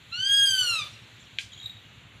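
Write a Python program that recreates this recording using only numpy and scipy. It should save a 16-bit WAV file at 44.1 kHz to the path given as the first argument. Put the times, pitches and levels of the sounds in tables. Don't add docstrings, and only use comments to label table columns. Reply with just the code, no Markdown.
import sys
import numpy as np
from scipy import signal
from scipy.fft import rfft, irfft
from scipy.io import wavfile
from scipy.ndimage import uniform_filter1d

SR = 44100
rng = np.random.default_rng(int(sys.argv[2]) if len(sys.argv) > 2 else 0)


def boost(x):
    u = np.asarray(x, float) / 20
    return 10 ** u


def waveform_to_disk(signal):
    frames = np.transpose(np.atleast_2d(signal))
    scaled = np.clip(frames, -1, 1) * 32767
    samples = np.round(scaled).astype(np.int16)
    wavfile.write(sys.argv[1], SR, samples)


N = 97020
T = np.arange(N) / SR


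def level(x, db):
    return x * boost(db) / np.sqrt(np.mean(x ** 2))


def colour_db(table, hz):
    f, db = np.array(table).T
    return np.interp(np.log(np.maximum(hz, 1)), np.log(f), db)


def walk(rate):
    k = int(SR / rate)
    steps = np.repeat(rng.standard_normal(N // k + 1), k)
    w = uniform_filter1d(uniform_filter1d(steps, k), k)[:N]
    return w / w.std()


def band(x, hz, width_hz):
    return signal.lfilter(*signal.iirpeak(hz, hz / width_hz, SR), x)


def fade(t, t60):
    return np.exp(-np.log(1000) * t / t60)


def struck(taps, modes, scatter_db=0., rise_s=.0004, detune=0.):
    out = np.zeros(N)
    chances = rng.standard_normal((len(taps), len(modes), 2))
    for (s, tap_db), chance in zip(taps, chances):
        i = int(s * SR)
        t = T[:min(N - i, SR // 3)]
        rise = (1 - np.exp(-t / rise_s)) ** 2
        for (hz, mode_db, t60), (z, d) in zip(modes, chance):
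            ring = np.sin(2 * np.pi * hz * (1 + detune * d) * t) * fade(t, t60)
            scatter = scatter_db * z * (hz != modes[0][0])
            out[i:i + len(t)] += boost(tap_db + mode_db + scatter) * rise * ring
    return out


def hawk():
    # (time [s], pitch [Hz])
    pitch = [(0.135, 1408), (0.281, 1623), (0.351, 1637), (0.451, 1616), (0.601, 1503), (0.749, 1339),
             (0.783, 1265), (0.803, 1205), (0.83, 1147)]
    # (time [s], effort [dB], beak tilt [dB per harmonic])
    efforts = [(0.105, -47, -13), (0.128, -9.5, -8.5), (.2, -7, -5), (0.302, 1, -2), (0.418, 3.5, -2),
               (.47, 0, -0.5), (.74, -3.5, -1), (0.826, -9.5, -3.5), (0.849, -46, 4)]
    # (frequency [Hz], level [dB])
    throat = [(1150, -9.5), (1650, -14), (2600, -7), (3270, -1), (4200, -7), (5200, -15), (6200, -16),
              (15000, -28.5)]

    s, hz = np.array(pitch).T
    hz = uniform_filter1d(uniform_filter1d(np.interp(T, s, hz), size=900), size=900)
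    hz = hz - 1200 * np.clip(T - s[-1], 0, .1)
    s, db, tilt = np.array(efforts).T
    scoop_hz, scoop_s = 173.1, 0.019
    hz = hz - scoop_hz * np.exp(-np.maximum(T - s[0], 0) / scoop_s)
    jitter = .002 + .06 * np.maximum(T - .68, 0)
    hz = hz * (1 + jitter * walk(110) + .0012 * walk(20))
    effort = uniform_filter1d(np.interp(T, s, db, left=-80, right=-80), size=200)
    tilt = np.interp(T, s, tilt)
    phase = 2 * np.pi * np.cumsum(hz) / SR
    breath = boost(-48) * band(rng.standard_normal(N), 420, 1150)

    voice = np.zeros(N)
    for k in range(1, 14):
        shimmer_db = .8 * np.sqrt(k) * walk(69.59)
        db = colour_db(throat, k * hz) + effort + tilt * max(k - 3, 0) + shimmer_db
        voice += boost(db) * (k * hz < 17000) * np.sin(k * phase)
    return level(voice * (1 + 10 * breath), -29.5)


def stick():
    # (frequency [Hz], level [dB], t60 [s])
    wood = [(2420, 4.5, 0.0062), (3220, 8.5, 0.0046), (1602, -22.5, 0.052), (3910, -2, 0.0071),
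            (5870, -11, 0.0039)]
    snap_s, snap_db = 1.3857, -9.5
    age = np.maximum(T - snap_s, 0)
    spray = band(band(rng.standard_normal(N), 5200, 3700), 4500, 4700)
    spray = spray * (age > 0) * boost(-35 + 2 * walk(340)) * fade(age, 0.3)
    snap = struck([(snap_s, snap_db)], wood, rise_s=0.00051) + spray
    return signal.sosfilt(signal.butter(4, 1400, "high", fs=SR, output="sos"), snap)


def bells():
    # (frequency [Hz], level [dB], t60 [s])
    high_bell = [(3805, 0, .06), (7400, -30, .12), (8290, -31, .07), (12120, -35, .15), (13300, -38, .1)]
    low_bell = [(3220, 0, .025), (6850, -9, .02), (3500, -6, .02), (7250, -15, .015)]
    # (time [s], peak level [dB])
    high_taps = [(1.529, -40), (1.545, -43), (1.599, -36.5), (1.622, -40), (1.63, -32.5), (1.642, -32.5),
                 (1.6585, -23.5), (1.675, -43.5), (1.696, -33), (1.713, -40), (1.768, -42)]
    low_taps = [(1.519, -33.5), (1.533, -33), (1.547, -48), (1.561, -40), (1.576, -31.5), (1.589, -33),
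                (1.612, -33), (1.851, -47), (1.96, -62)]
    high = struck(high_taps, high_bell, scatter_db=2.5, rise_s=0.00038, detune=0.00313)
    low = struck(low_taps, low_bell, scatter_db=3., rise_s=0.0011, detune=0.03)
    return high + low


def twitters():
    # (start [s], length [s], edge pitch [Hz], top pitch [Hz], level [dB])
    arches = [(.39, .04, 3900, 7400, -55), (.924, .031, 3600, 5750, -52), (1.198, .041, 3900, 7400, -57),
              (1.241, .017, 4000, 5700, -58), (1.82, .2, 2750, 2880, -58)]
    # (start [s], length [s], first pitch [Hz], last pitch [Hz], level [dB])
    slides = [(1.017, .035, 5800, 5200, -62), (.955, .035, 2800, 2600, -56), (1.158, .022, 4400, 6500, -63),
              (1.162, .025, 3000, 5000, -61), (1.19, .012, 6300, 8400, -62), (1.18, .02, 2600, 4000, -57),
              (1.208, .012, 3000, 4200, -56), (1.215, .012, 5000, 6200, -64),
              (1.253, .018, 8200, 6200, -65), (1.26, .03, 3300, 2600, -57), (1.265, .02, 4000, 3700, -59)]
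    out, flutter_db = np.zeros(N), 1.2 * walk(120)
    for rows, arched in ((arches, True), (slides, False)):
        for s, length, from_hz, to_hz, db in rows:
            i = int(s * SR)
            u = T[:int(length * SR)] / length
            path = 1 - np.abs(2 * u - 1) ** 3 if arched else u
            hz = from_hz + (to_hz - from_hz) * path
            whistle = np.sin(2 * np.pi * np.cumsum(hz) / SR)
            loudness = boost(db + flutter_db[i:][:len(u)]) * np.sin(np.pi * u) ** .5
            out[i:][:len(u)] += loudness * whistle
    return out


def crow():
    # (frequency [Hz], width [Hz], level [dB])
    crow_throat = [(530, 270, -4.5), (1203, 196, 4), (1620, 490, -6), (2260, 260, -11)]
    start_s, length_s, pitch_hz = .6, .29, 260
    u = np.clip((T - start_s) / length_s, 0, 1)
    cycle = np.cumsum(pitch_hz * (1 + 0.11 * walk(150))) / SR % 1
    rasp = np.exp(-cycle / 0.44) * rng.standard_normal(N)
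    caw = sum(boost(db) * band(band(rasp, hz, w), hz, w) for hz, w, db in crow_throat)
    return level(caw, -51) * np.sin(np.pi * u) ** 0.13


def yard(x):
    # (delay [s], level [dB])
    echoes = [(.004, -13), (.0065, -17), (.013, -19), (.017, -21), (.021, -20), (.027, -23)]
    t = T[:SR]
    near, far = rng.standard_normal((2, SR)) * (t > .003)
    near, far = near * fade(t, 0.18), far * fade(t, 0.79)
    h = near / np.linalg.norm(near) * boost(-3.5) + far / np.linalg.norm(far) * boost(-14)
    for s, db in echoes:
        h[int(s * SR)] += boost(db)
    h = signal.lfilter(*signal.butter(1, 2480, "high", fs=SR), h)
    return signal.fftconvolve(x, h)[:N]


def pump():
    # (frequency [Hz], level [dB], t60 [s])
    exhaust = [(105.7, -2.5, 0.16), (158.7, -12.5, 0.1), (214.4, -19.5, .12), (69, -14, 0.3)]
    # (time [s], peak level [dB])
    thuds = [(0.087, -53), (0.183, -46), (0.297, -47.5), (0.397, -47), (0.498, -48), (0.612, -47),
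             (0.703, -45), (0.811, -46), (0.919, -47), (1.017, -49), (1.127, -52), (1.223, -52.5),
             (1.329, -50.5), (1.436, -47.5), (1.546, -49.5), (1.64, -45), (1.747, -49), (1.849, -52),
             (1.958, -47.5), (2.049, -48.5)]
    first = (0.0084, thuds[0][1] - 3)
    last = (thuds[-1][0] + 1 / 9.67, thuds[-1][1])
    firings = [first] + thuds + [last]
    return level(struck(firings, exhaust, scatter_db=2.5, rise_s=0.0023, detune=0.036), -54.5)


def hiss(table, db, swell_db, flicker_db):
    f, out, swell = np.fft.rfftfreq(N, 1 / SR), 0, walk(3.02)
    lowest, highest = table[0][0], table[-1][0]
    noise = rfft(rng.standard_normal(N)) * boost(colour_db(table, f)) * (f > lowest)
    for c in np.arange(np.log2(lowest), np.log2(highest) + .5, .5):
        share = np.cos(np.pi * np.clip(np.log2(f + 1) - c, -.5, .5)) ** 2
        out = out + irfft(noise * share, N) * boost(swell_db * swell + flicker_db * walk(14))
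    return level(out, db)


def far_chorus():
    # (frequency [Hz], level [dB])
    chorus = [(1500, -36.5), (2200, -11.5), (3400, -0.5), (4200, -6.5), (4900, -22), (7300, -12.5),
              (8200, -27), (15300, -25.5)]
    # (time [s], level [dB])
    chorus_swell = [(0, -0.6), (.5, 11.3), (1.0, -0.1), (1.3, 1.5), (1.6, 1.5), (1.9, -2), (2.2, -3.5)]
    return hiss(chorus, -56, 0.93, 1.4) * boost(np.interp(T, *np.array(chorus_swell).T))


def fields():
    # (frequency [Hz], level [dB per Hz])
    field = [(40, -29), (70, -10.5), (110, -2), (270, -13.5), (500, -19), (1000, -19.5), (2000, -14)]
    return hiss(field, -54, 0.93, 0.48)


def scene():
    call, click, jingle, birds, caw = hawk(), stick(), bells(), twitters(), crow()
    sent = boost(3.5) * call + boost(-0.5) * click + boost(0.5) * jingle + boost(3) * caw + boost(-6) * birds
    near = call + click + jingle + caw + birds + yard(sent)
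    return (near + pump() + fields() + far_chorus())[None]


def top_cut(x):
    return signal.sosfilt(signal.butter(12, 15400, fs=SR, output="sos"), x)


def record(dry):
    x = dry - .4 * band(dry, 5400, 600)
    x = signal.sosfilt(signal.butter(2, [52, 12000], "band", fs=SR, output="sos"), x)
    x = signal.sosfilt(signal.ellip(10, .2, 80, 15300, fs=SR, output="sos"), x)
    return top_cut(x)


dry = scene()
out = record(dry)
waveform_to_disk(out)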